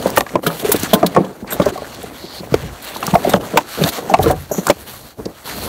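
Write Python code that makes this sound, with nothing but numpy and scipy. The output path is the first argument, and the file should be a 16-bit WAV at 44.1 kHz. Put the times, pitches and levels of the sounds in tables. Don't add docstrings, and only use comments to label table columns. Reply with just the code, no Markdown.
import sys
import numpy as np
from scipy import signal
from scipy.fft import rfft, irfft, next_fast_len
from scipy.io import wavfile
from scipy.ndimage import uniform_filter1d

SR = 44100
rng = np.random.default_rng(int(sys.argv[2]) if len(sys.argv) > 2 else 0)


def master(y):
    cut = np.clip(np.atleast_2d(y).T, -1, 1)
    pcm = np.round(cut * 32767)
    wavfile.write(sys.argv[1], SR, pcm.astype(np.int16))


N = 250488

# freq_hz, gain_db
AIR_SPECTRUM = [(35, 0), (60, -20.5), (118, -41), (862, -9), (991, -42), (6000, -38), (13900, -23),
                (16000, -47)]
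AIR_LEVEL_DB = -54
# freq_hz, gain_db
BOOM_SPECTRUM = [(20, 6), (45, -0.5), (60, 3), (100, -6), (130, -2), (200, -34)]
# start_s, peak_db
LANDINGS = [(0.791, -22), (2.524, -16.5), (2.619, -21.5), (4.191, -11.5), (4.262, -11), (4.36, -20.5)]
# freq_hz, level_db, t60_s
BODY_MODES = [(55.7, -5, 0.73), (88, 2.5, 0.25), (129.7, -4.5, 0.33), (142, -2.5, 0.24)]

# start_s, end_s, level_db, swell_db (start to end), brightness_db
RUBS = [(0, 0.221, -37.5, 5, -4.5), (.225, .35, -46.5, 2, -4), (.35, 0.428, -56, 4, 0),
        (.43, 0.629, -36.5, 4, 2.5), (0.644, 0.955, -31.5, -0.5, -3), (0.932, 1.133, -42.5, -19, -6),
        (1.118, 1.424, -48, -2, -4), (1.469, 1.711, -42, 7, -13), (1.723, 2.107, -42, -3, -6.5),
        (2.103, 2.277, -43, 0, -2.5), (2.282, 2.408, -39.5, 0, -3), (2.413, 2.625, -46.5, 6, -3),
        (2.618, 2.817, -41.5, -1, -7), (2.822, 3.117, -36, 3, -3), (3.117, 3.371, -39.5, 8, -1.5),
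        (3.401, 3.586, -39, -3.5, -4), (3.568, 3.685, -43.5, 2, -6.5), (3.686, 3.89, -31.5, 15.5, -1),
        (3.917, 4.121, -34, -7.5, -3.5), (4.12, 4.186, -46, -6, -7), (4.205, 4.33, -37.5, -9, -2),
        (4.346, 4.507, -47, -3, -2.5), (4.492, 4.706, -40, 14, -1), (4.7, 4.87, -45, 0, 0.5),
        (4.868, 5.093, -42.5, -12, 0.5), (5.098, 5.284, -58, -7, 0), (5.289, 5.457, -48.5, 5, -3),
        (5.454, 5.55, -36.5, 3, -1.5), (5.553, 5.703, -35.5, 2, 3)]
# freq_hz, gain_db
SCUFF_SPECTRUM = [(700, 11.5), (1000, 11), (1500, 12), (2100, 7), (3000, -5.5), (4000, -71.5)]
# freq_hz, gain_db
CLOTH_SPECTRUM = [(1650, -19), (2800, -4), (3370, -1), (3940, -2), (4280, 0.5), (5070, -9), (5830, -5.5),
                  (7500, -7), (9750, -13.5), (16500, -120)]
# freq_hz, gain_db
SHEEN_SPECTRUM = [(5500, -100), (7500, -13), (9700, 2), (12500, 10), (14700, 3.5), (16000, 6)]
SCUFF_BY_SHOVE_DB, SCUFF_BY_RUB_DB = -18.5, -1.5

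# start_s, end_s, level_db, swell_db (start to end), body_boom_db
SHOVES = [(0, 0.231, -30.5, -4.5, -33.5), (.23, .33, -42, 11, -49), (0.333, 0.394, -28, -5, -44),
          (0.432, 0.623, -31, -11, -44), (0.627, .78, -24.5, -1.5, -30.5), (0.782, 0.927, -32, 3, -39),
          (0.938, 1.323, -30.5, -11, -41.5), (1.322, 1.575, -38, 22, -42.5), (1.591, 1.704, -26, -4, -27),
          (1.724, 2.38, -42, -4, -44), (2.377, 2.74, -37.5, 3, -34), (2.7, 3.114, -38, 18, -51),
          (3.12, 3.24, -26.5, -6.5, -33), (3.233, 3.385, -23.5, 3, -30), (3.395, 3.616, -31, -5, -39),
          (3.62, 3.783, -43.5, -8, -51), (3.781, 3.903, -22, -1, -34), (3.91, 4.143, -30.5, 11, -53),
          (4.17, 4.347, -25.5, 0, -29), (4.362, 4.504, -47, -9, -36), (4.504, 4.637, -31, -7, -47),
          (4.65, 4.725, -31, 7, -49), (4.754, 5.08, -48.5, -2, -43), (5.176, 5.322, -41, -2, -34.5),
          (5.448, 5.703, -33, 17, -33)]
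# freq_hz, gain_db
DRAG_SPECTRUM = [(53, -60), (90, -8.5), (253, 0), (387, -4), (565, -3.5), (620, -8), (679, -7.5),
                 (835, -22), (1400, -53), (1820, -60), (3080, -120)]
EDGE_S = 0.018
# drag_db, scuff_db, cloth_db, sheen_db, boom_db
REST_LEVELS_DB = [-48, -60.5, -65.5, -76.5, -49.5]
JUDDER_DB, JUDDER_T60_S = -26.5, 0.11

# start_s, end_s, level_db, swell_db (start to end)
RASPS = [(1.716, 2.05, -51, -7), (2.17, 2.406, -39.5, 9), (3.715, 3.892, -41, 3), (4.75, 5.116, -52, 5),
         (5.447, 5.7, -39, 8)]
RASP_HZ, RASP_WIDTH_HZ = 4250, 980

# freq_hz, width_hz (per pass), level_db
CLAMP_RINGS = [(6020, 540, 5), (6770, 1300, 3), (12700, 4200, -5)]
CLAMP_START_S, CLAMP_BITE_S, CLAMP_LENGTH_S = 4.513, 0.0053, 0.29
CLAMP_DB, CLAMP_FADE_DB_PER_S = -25.5, -130

# start_s, peak_db, t60_s
JANGLES = [(.178, -26, 0.2), (1.505, -17.5, 0.099), (1.522, -12, .05), (3.292, -17, 0.13)]
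# freq_hz, width_hz, level_db
CLIP_MODES = [(3700, 110, 5), (5570, 120, -14), (7150, 140, -5), (7530, 190, -1), (8460, 97, -0.5),
              (9900, 130, -25), (12200, 73, 7), (13100, 300, -14), (14700, 220, -24)]

# start_s, peak_db (1.2-8 kHz), centre_hz, top_peak_db (above 8 kHz), t60_s
SNAPS = [(0.0217, -20.5, 3100, -19, 0.031), (0.0673, -24, 4310, -16, 0.024),
         (0.1018, -17.5, 4770, -10, 0.0098), (0.1596, -13, 1960, -7.5, 0.044),
         (0.171, -4.5, 2640, -9, 0.018), (.176, -7.5, 2750, -3.5, 0.038), (0.207, -4, 2270, -8, .008),
         (.2647, -23, 2000, -37, 0.013), (.2907, -21.5, 1970, -34, 0.0098),
         (0.2968, -25, 2200, -36, 0.0066), (0.353, -15.5, 2340, -25, 0.023), (0.431, -26, 2900, -31, 0.029),
         (0.4617, -9.5, 3170, -6, 0.056), (0.5954, -19, 3270, -14.5, 0.031), (0.656, -25, 2660, -21, 0.057),
         (.69, -29, 5030, -11, 0.033), (0.715, -5.5, 3770, 5, .045), (0.757, -15, 4020, -8, 0.043),
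         (0.793, -19, 6600, -14, 0.046), (0.8295, -12.5, 5960, -6.5, .026), (0.9308, -1.5, 3470, 2, 0.053),
         (1.0296, -15, 2420, -34, 0.0087), (1.061, -9, 3950, -5, 0.034), (1.145, -18, 1990, -34, 0.038),
         (1.1616, -16.5, 1940, -36, 0.021), (1.243, -27, 3080, -39, 0.048), (1.472, -30, 4680, -39, .03),
         (1.5046, -26, 7550, -27, 0.051), (1.5197, -22.5, 3500, -14, 0.099),
         (1.597, -19.5, 2230, -30, 0.022), (1.613, -17.5, 3650, -24, .07),
         (1.6549, -18.5, 5640, -16.5, 0.025), (1.689, -21, 2840, -18, .02), (1.7747, -22, 4200, -26, .021),
         (1.8765, -32, 7000, -26, .01), (1.945, -24.5, 4580, -25, 0.018), (1.9584, -26, 3600, -42, .007),
         (2.018, -25, 3000, -30, .014), (2.028, -29, 7500, -20, 0.019), (2.262, -24, 3000, -38, .015),
         (2.5396, -7, 2000, -14, 0.025), (2.822, -36, 7000, -22, .03), (2.847, -24, 3740, -14, 0.014),
         (2.945, -22.5, 4010, -25, 0.05), (2.964, -20, 3970, -16, 0.031), (3.004, -33, 4270, -21, 0.017),
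         (3.0272, -15.5, 2800, -26, 0.025), (3.066, -8, 5430, -6, 0.01), (3.081, -24, 2550, -26, 0.033),
         (3.1388, -21, 3600, -14, .04), (3.1523, -11.5, 2180, -15, 0.016),
         (3.2394, -19.5, 2010, -20, 0.031), (3.2926, -17.5, 5600, -10, 0.041),
         (3.3344, -5, 3100, -37, .015), (3.356, -20, 3110, -34, 0.042), (3.407, -24, 2920, -36, 0.036),
         (3.5702, 1.5, 2500, -1.5, 0.034), (3.819, -16, 2470, -28, .03), (3.837, -0.5, 3570, -12, .012),
         (3.8845, -11, 4000, -7, 0.051), (4.0887, -23, 6000, -27, 0.075), (4.1357, -5.5, 2440, -18, 0.038),
         (4.167, -25, 2480, -32, 0.021), (4.1865, -17.5, 2020, -41, 0.016), (4.2222, -15, 3800, -9, 0.07),
         (4.26, -22, 2590, -30, .01), (4.275, -18.5, 2980, -15, 0.052), (4.3086, -21.5, 3440, -9.5, .03),
         (4.5773, -21, 6400, -26, 0.027), (4.667, -4, 7900, -3.5, 0.021), (4.6867, -10.5, 7660, -11, .025),
         (4.6983, -1.5, 2390, -5.5, .029), (5.2534, -21, 4740, -38, .025), (5.4925, -23, 2720, -23, 0.03)]
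HALF_SWELL_SHARE = 0.071

# start_s, peak_db (before filters), centre_hz, t60_s (times mode share),
# breadth_ln (log pitch ratio; small = hollow)
THUDS = [(0.0586, 0.5, 255, 0.012, 0.85), (.173, 3.5, 610, 0.048, 0.53), (.208, -4.5, 830, 0.0063, .52),
         (.265, -15.5, 1010, 0.023, 0.47), (.342, -18, 210, 0.11, 0.47), (0.3551, 2.5, 454, 0.018, 0.34),
         (0.388, -14.5, 338, 0.027, 0.3), (.4316, -19, 529, 0.01, 0.37), (0.4647, -4, 524, 0.13, 1),
         (.5023, -13.5, 550, 0.13, 0.55), (.646, -7.5, 386, 0.032, 0.17), (.6873, -6, 408, .074, 0.17),
         (0.7175, -8.5, 633, 0.03, 0.45), (.743, -2, 365, 0.026, 0.31), (0.8326, -6.5, 210, 0.0074, .43),
         (0.9317, 6, 374, 0.037, 0.54), (0.9524, -8, 460, 0.18, 0.55), (1.0293, 2, 470, 0.022, 0.33),
         (1.04, -1, 393, 0.085, 0.59), (1.148, -12.5, 340, 0.04, .79), (1.1632, 2.5, 448, 0.062, 0.53),
         (1.1785, -2, 345, 0.029, 0.36), (1.1996, -4.5, 245, 0.053, 0.44), (1.236, -15.5, 338, 0.095, 0.73),
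         (1.424, -19, 237, 0.024, 0.28), (1.5246, -12.5, 516, .044, 0.57), (1.5983, 1, 234, 0.017, 0.86),
         (1.615, -8, 476, 0.054, 0.51), (1.6596, -1.5, 418, 0.085, 0.37), (1.7187, -19.5, 373, 0.068, 0.27),
         (1.756, -15.5, 580, 0.05, 0.18), (1.776, -18.5, 686, 0.079, 0.31), (1.82, -16.5, 477, 0.044, 0.19),
         (2.035, -16, 354, 0.033, 0.36), (2.2405, -18, 258, 0.011, 0.37), (2.4, -17.5, 232, 0.034, 0.37),
         (2.43, -19, 306, 0.039, .62), (2.5213, -4.5, 188, 0.017, 0.63), (2.5408, 5.5, 514, 0.012, 0.26),
         (2.633, -17.5, 196, 0.029, 0.46), (2.9617, -15, 597, 0.014, .54), (3.027, -11, 880, 0.084, 0.36),
         (3.0771, -8.5, 412, 0.029, 0.89), (3.1322, -2, 221, 0.0091, 0.35), (3.139, -2.5, 767, 0.03, 0.21),
         (3.152, 4.5, 677, 0.049, 0.31), (3.2466, -3, 647, 0.053, 0.13), (3.2723, -5, 386, 0.031, 0.28),
         (3.2919, -3.5, 338, 0.028, 1), (3.338, 6.5, 310, 0.031, 0.91), (3.3637, -14.5, 333, 0.019, 0.55),
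         (3.5362, -9.5, 314, .05, 0.78), (3.559, -3.5, 362, .03, 0.25), (3.5719, 2.5, 598, 0.048, 0.79),
         (3.585, -8.5, 938, 0.045, 0.051), (3.8106, -4.5, 246, .04, 0.49), (3.8366, -3, 324, 0.042, 0.37),
         (3.86, -11, 445, 0.076, 0.62), (3.9825, -14, 475, 0.092, 0.45), (4.097, -7.5, 616, 0.033, 0.23),
         (4.1117, -8, 317, 0.1, 0.65), (4.1393, 8, 794, 0.016, 0.17), (4.1891, -1, 480, 0.088, 0.39),
         (4.2359, -9.5, 324, 0.11, 1), (4.2597, 0.5, 460, 0.11, 0.42), (4.298, -3.5, 423, 0.1, 0.4),
         (4.3237, -15.5, 306, 0.16, 0.55), (4.513, -7.5, 368, 0.021, 0.5), (4.543, -20, 466, .017, .53),
         (4.5807, -6.5, 310, .022, 0.42), (4.629, -22, 326, .015, 0.43), (4.6678, -6.5, 480, 0.016, 0.81),
         (4.6805, -5, 487, 0.04, 0.87), (4.698, 9, 486, 0.0183, 0.49), (5.1865, -18.5, 316, 0.093, .24),
         (5.257, -10, 370, 0.032, 0.3)]
# freq_hz, level_db, t60_share
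CASE_MODES = [(145, -38.5, 0.54), (180, 7.5, 1.84), (224, 1.5, 0.77), (288.4, -6, 2.93), (323.6, 4.5, 0.91),
              (423.4, 7.5, 0.81), (470, 8, 0.86), (531, 6.5, 0.85), (613, 9.5, 0.72), (713, 9, 0.93),
              (782.6, 4, 1.1), (862.4, 3.5, 1.24), (963, 5, 0.86), (1066, 13.5, 0.91), (1224, -0.5, 1.7),
              (1352, 2.5, 0.48), (1373, 26, 0.17), (1740, 16, 0.73), (2200, 8, 0.67), (2480, -14, .4),
              (3080, -7, 0.47)]
CHATTER_AT_400_HZ_S, CHATTER_SLOPE = 0.005003, .6

BAY_T60_S, BAY_DB = 0.052, -19
MIC_LOW_HZ, TOP_HZ = 60.4, 15650


def undb(db):
    return 10 ** (np.asarray(db) / 20)


def unit(x):
    return x / np.sqrt(np.mean(x ** 2))


def fade60(t, t60_s):
    return np.exp(-np.log(1000) * t / t60_s)


def colour(x, spectrum):
    freq_hz, gain_db = np.transpose(spectrum)
    size = next_fast_len(len(x))
    log_hz = np.log(np.maximum(np.arange(size // 2 + 1) * SR / size, 1))
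    gain = undb(np.interp(log_hz, np.log(freq_hz), gain_db))
    return unit(irfft(rfft(x, size) * gain, size)[:len(x)])


def ring(x, hz, width_hz):
    return signal.lfilter(*signal.iirpeak(min(hz, SR / 2.3), max(hz / width_hz, .2), fs=SR), x)


def walk(rate_hz):
    hold = int(SR / rate_hz)
    steps = np.repeat(rng.standard_normal(N // hold + 1), hold)
    return 1.41 * uniform_filter1d(uniform_filter1d(steps, hold), hold)[:N]


def grit(slips_per_s, spread_db, most=2.5):
    sign, when, size = rng.standard_normal(N), rng.random(N), rng.exponential(1, N)
    return sign * (when < slips_per_s / SR) * undb(spread_db * np.minimum(size, most))


def add(out, start_s, sound, peak_db):
    i = int(start_s * SR)
    out[i:i + len(sound)] += (sound * undb(peak_db) / np.abs(sound).max())[:N - i]


def strokes(start_s, end_s, level_db, swell_db):
    t, gain = np.arange(N) / SR, np.zeros(N)
    for a, b, db, swell in zip(start_s, end_s, level_db, swell_db):
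        on = slice(max(int(a * SR), 0), int(b * SR))
        gain[on] += undb(db + swell * ((t[on] - a) / (b - a) - .5))
    return uniform_filter1d(gain, max(int(EDGE_S * SR), 1))


def air():
    return undb(AIR_LEVEL_DB) * colour(rng.standard_normal(N), AIR_SPECTRUM)


def body_boom():
    start_s, end_s, _, swell_db, boom_db = np.transpose(SHOVES)
    noise = colour(rng.standard_normal(N), BOOM_SPECTRUM) * undb(2.2 * walk(34))
    return noise * (strokes(start_s, end_s, boom_db, swell_db) + undb(REST_LEVELS_DB[4]))


def landings(push_s=0.0042):
    out, t = np.zeros(N), np.arange(SR // 2) / SR
    detunes = rng.standard_normal((len(LANDINGS), len(BODY_MODES)))
    for (start_s, peak_db), detune in zip(LANDINGS, detunes):
        modes = np.zeros(len(t))
        for (hz, db, t60_s), e in zip(BODY_MODES, detune):
            modes += undb(db) * fade60(t, t60_s) * np.sin(2 * np.pi * hz * (1 + 0.04 * e) * t)
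        add(out, start_s, modes * (1 - np.exp(-t / push_s)), peak_db)
    return out


def judder():
    blows = np.zeros(N)
    start_s, peak_db = np.transpose(THUDS)[:2]
    blows[(start_s * SR).astype(int)] = undb(peak_db + JUDDER_DB)
    return signal.lfilter([1], [1, -fade60(1 / SR, JUDDER_T60_S)], blows)


def shove_gain():
    start_s, end_s, level_db, swell_db, _ = np.transpose(SHOVES)
    return strokes(start_s, end_s, level_db, swell_db) + judder()


def crumple(x, flicker_db, rate_hz):
    out = np.zeros(N)
    for hz in 700 * 2 ** np.arange(0, 4.6, .25):
        out += undb(flicker_db * walk(rate_hz)) * ring(x, hz, hz / 5)
    return unit(out)


def sleeves_and_gloves():
    start_s, end_s, level_db, swell_db, bright_db = np.transpose(RUBS)
    dull = strokes(start_s, end_s, level_db - .5 * bright_db, swell_db)
    rub = strokes(start_s, end_s, level_db, swell_db)
    bright = strokes(start_s, end_s, level_db + bright_db, swell_db)
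    rest = undb(REST_LEVELS_DB)
    fibres = crumple(grit(8000, 1.0), 3.05, 35) * undb(2.35 * walk(30))
    scuff_gain = undb(SCUFF_BY_SHOVE_DB) * shove_gain() + undb(SCUFF_BY_RUB_DB) * dull + rest[1]
    return (colour(fibres, SCUFF_SPECTRUM) * scuff_gain
            + colour(fibres, CLOTH_SPECTRUM) * (rub + rest[2])
            + colour(fibres, SHEEN_SPECTRUM) * (bright + rest[3]))


def drag():
    slips = np.convolve(grit(500, 4.6), np.hanning(30), "same")
    ringing = sum(undb(db) * ring(slips, hz, hz / 9) for hz, db, _ in CASE_MODES[:13])
    friction = unit(ringing) + 1.7 * colour(rng.standard_normal(N), DRAG_SPECTRUM)
    return unit(friction) * undb(1.85 * walk(30)) * (shove_gain() + undb(REST_LEVELS_DB[0]))


def rasp():
    x = ring(ring(grit(6000, 1.5), RASP_HZ, RASP_WIDTH_HZ), RASP_HZ, RASP_WIDTH_HZ)
    return unit(x) * undb(1.3 * walk(24.4)) * strokes(*np.transpose(RASPS))


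def clamp():
    t = np.arange(N) / SR - CLAMP_START_S
    slips, rings = grit(3400, 1.4), np.zeros(N)
    for hz, width_hz, db in CLAMP_RINGS:
        x = slips
        for _ in range(3):
            x = ring(x, hz, width_hz)
        rings += undb(db) * x
    shape = np.clip(t / CLAMP_BITE_S, 0, 1) * (t < CLAMP_LENGTH_S)
    return unit(rings) * shape * undb(CLAMP_DB + CLAMP_FADE_DB_PER_S * np.maximum(t, 0))


def jangles(scatter_db=5.5, broken_db=5.5):
    out, t = np.zeros(N), np.arange(SR // 8) / SR
    steps = rng.standard_normal((len(JANGLES), len(t) // 128 + 1))
    bumps = np.repeat(steps, 128, axis=1)[:, :len(t)]
    noise = rng.standard_normal((len(JANGLES), len(t))) * undb(broken_db * bumps)
    struck = rng.standard_normal((len(JANGLES), len(CLIP_MODES)))
    for (start_s, peak_db, t60_s), x, sizes in zip(JANGLES, noise, struck):
        rattle = x * fade60(t, max(t60_s, .005))
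        modes = np.zeros(len(t))
        for (hz, width_hz, db), e in zip(CLIP_MODES, sizes):
            modes += undb(db + scatter_db * e) * unit(ring(rattle, hz, width_hz))
        add(out, start_s, modes, peak_db)
    return out


def snaps(crackle_db=2.0, peak_share=4.0, tick_s=.003):
    out, t = np.zeros(N), np.arange(SR // 8) / SR
    shape = (len(SNAPS), len(t))
    noise = rng.standard_normal(shape) * undb(crackle_db * rng.exponential(1, shape))
    high = signal.butter(3, 8000, "high", fs=SR, output="sos")
    mid = signal.butter(2, [1200, 8000], "band", fs=SR, output="sos")
    for (start_s, peak_db, centre_hz, top_db, t60_s), x in zip(SNAPS, noise):
        half_s = max(HALF_SWELL_SHARE * t60_s, .0002)
        swell = np.sin(np.pi / 2 * np.minimum(t / (2 * half_s), 1)) ** 2
        x = x * swell * fade60(np.maximum(t - 2 * half_s, 0), max(t60_s, .002))
        x[int(2 * half_s * SR)] += tick_s / half_s
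        centre = ring(x, centre_hz, centre_hz / 5)
        add(out, start_s, signal.sosfilt(mid, x + peak_share * centre), peak_db)
        add(out, start_s, signal.sosfilt(high, x), top_db)
    return out


def thuds(bounces=8, scatter_db=4.0, detune_share=0.042, push_cycles=0.27):
    out, t = np.zeros(N), np.arange(SR // 4) / SR
    hz, db, share = np.transpose(CASE_MODES)[:, :, None]
    side = (-1) ** np.arange(len(CASE_MODES))[:, None]
    chance = rng.standard_normal((len(THUDS), 2, len(CASE_MODES), 1))
    chatter = rng.random((len(THUDS), 2, bounces))
    for blow, (size, detune), (when, force) in zip(THUDS, chance, chatter):
        start_s, peak_db, centre_hz, t60_s, breadth_ln = blow
        near = 1 / (1 + (np.log(hz / centre_hz) / max(breadth_ln, .05)) ** 4 * 0.23)
        level = side * near * undb(db + scatter_db * size)
        tones = np.sin(2 * np.pi * hz * (1 + detune_share * detune) * t)
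        modes = level * fade60(t, max(t60_s, .005) * share) * tones
        contact = np.zeros(SR // 10)
        chatter_s = CHATTER_AT_400_HZ_S * (400 / centre_hz) ** CHATTER_SLOPE
        contact[(chatter_s * when * SR).astype(int)] = force - .4
        contact[0] = 1.0
        contact = np.convolve(contact, np.hanning(int(push_cycles * SR / centre_hz) + 3))
        add(out, start_s, signal.fftconvolve(modes.sum(axis=0), contact), peak_db)
    return signal.sosfilt(signal.butter(4, 105, "high", fs=SR, output="sos"), out)


def bay(x):
    t = np.arange(SR // 3) / SR
    tail = colour(rng.standard_normal(len(t)), [(100, -23.5), (1000, 12), (4000, -10.0), (16000, 5.5)])
    tail = tail * fade60(t, BAY_T60_S) * (t > .004)
    return x + undb(BAY_DB) * signal.fftconvolve(x, tail / np.sqrt(np.sum(tail ** 2)))[:N]


def scene():
    background = air() + body_boom() + landings()
    rubbing = sleeves_and_gloves() + drag() + rasp()
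    hard = bay(clamp() + jangles() + snaps() + thuds())
    return (background + rubbing + hard)[None, :]


def record(dry):
    bass = signal.butter(3, MIC_LOW_HZ, "high", fs=SR, output="sos")
    top = signal.ellip(10, .1, 60, TOP_HZ, fs=SR, output="sos")
    clipped = np.clip(signal.sosfilt(bass, dry), -1, 1)
    return signal.sosfilt(top, clipped)


dry = scene()
out = record(dry)
master(out)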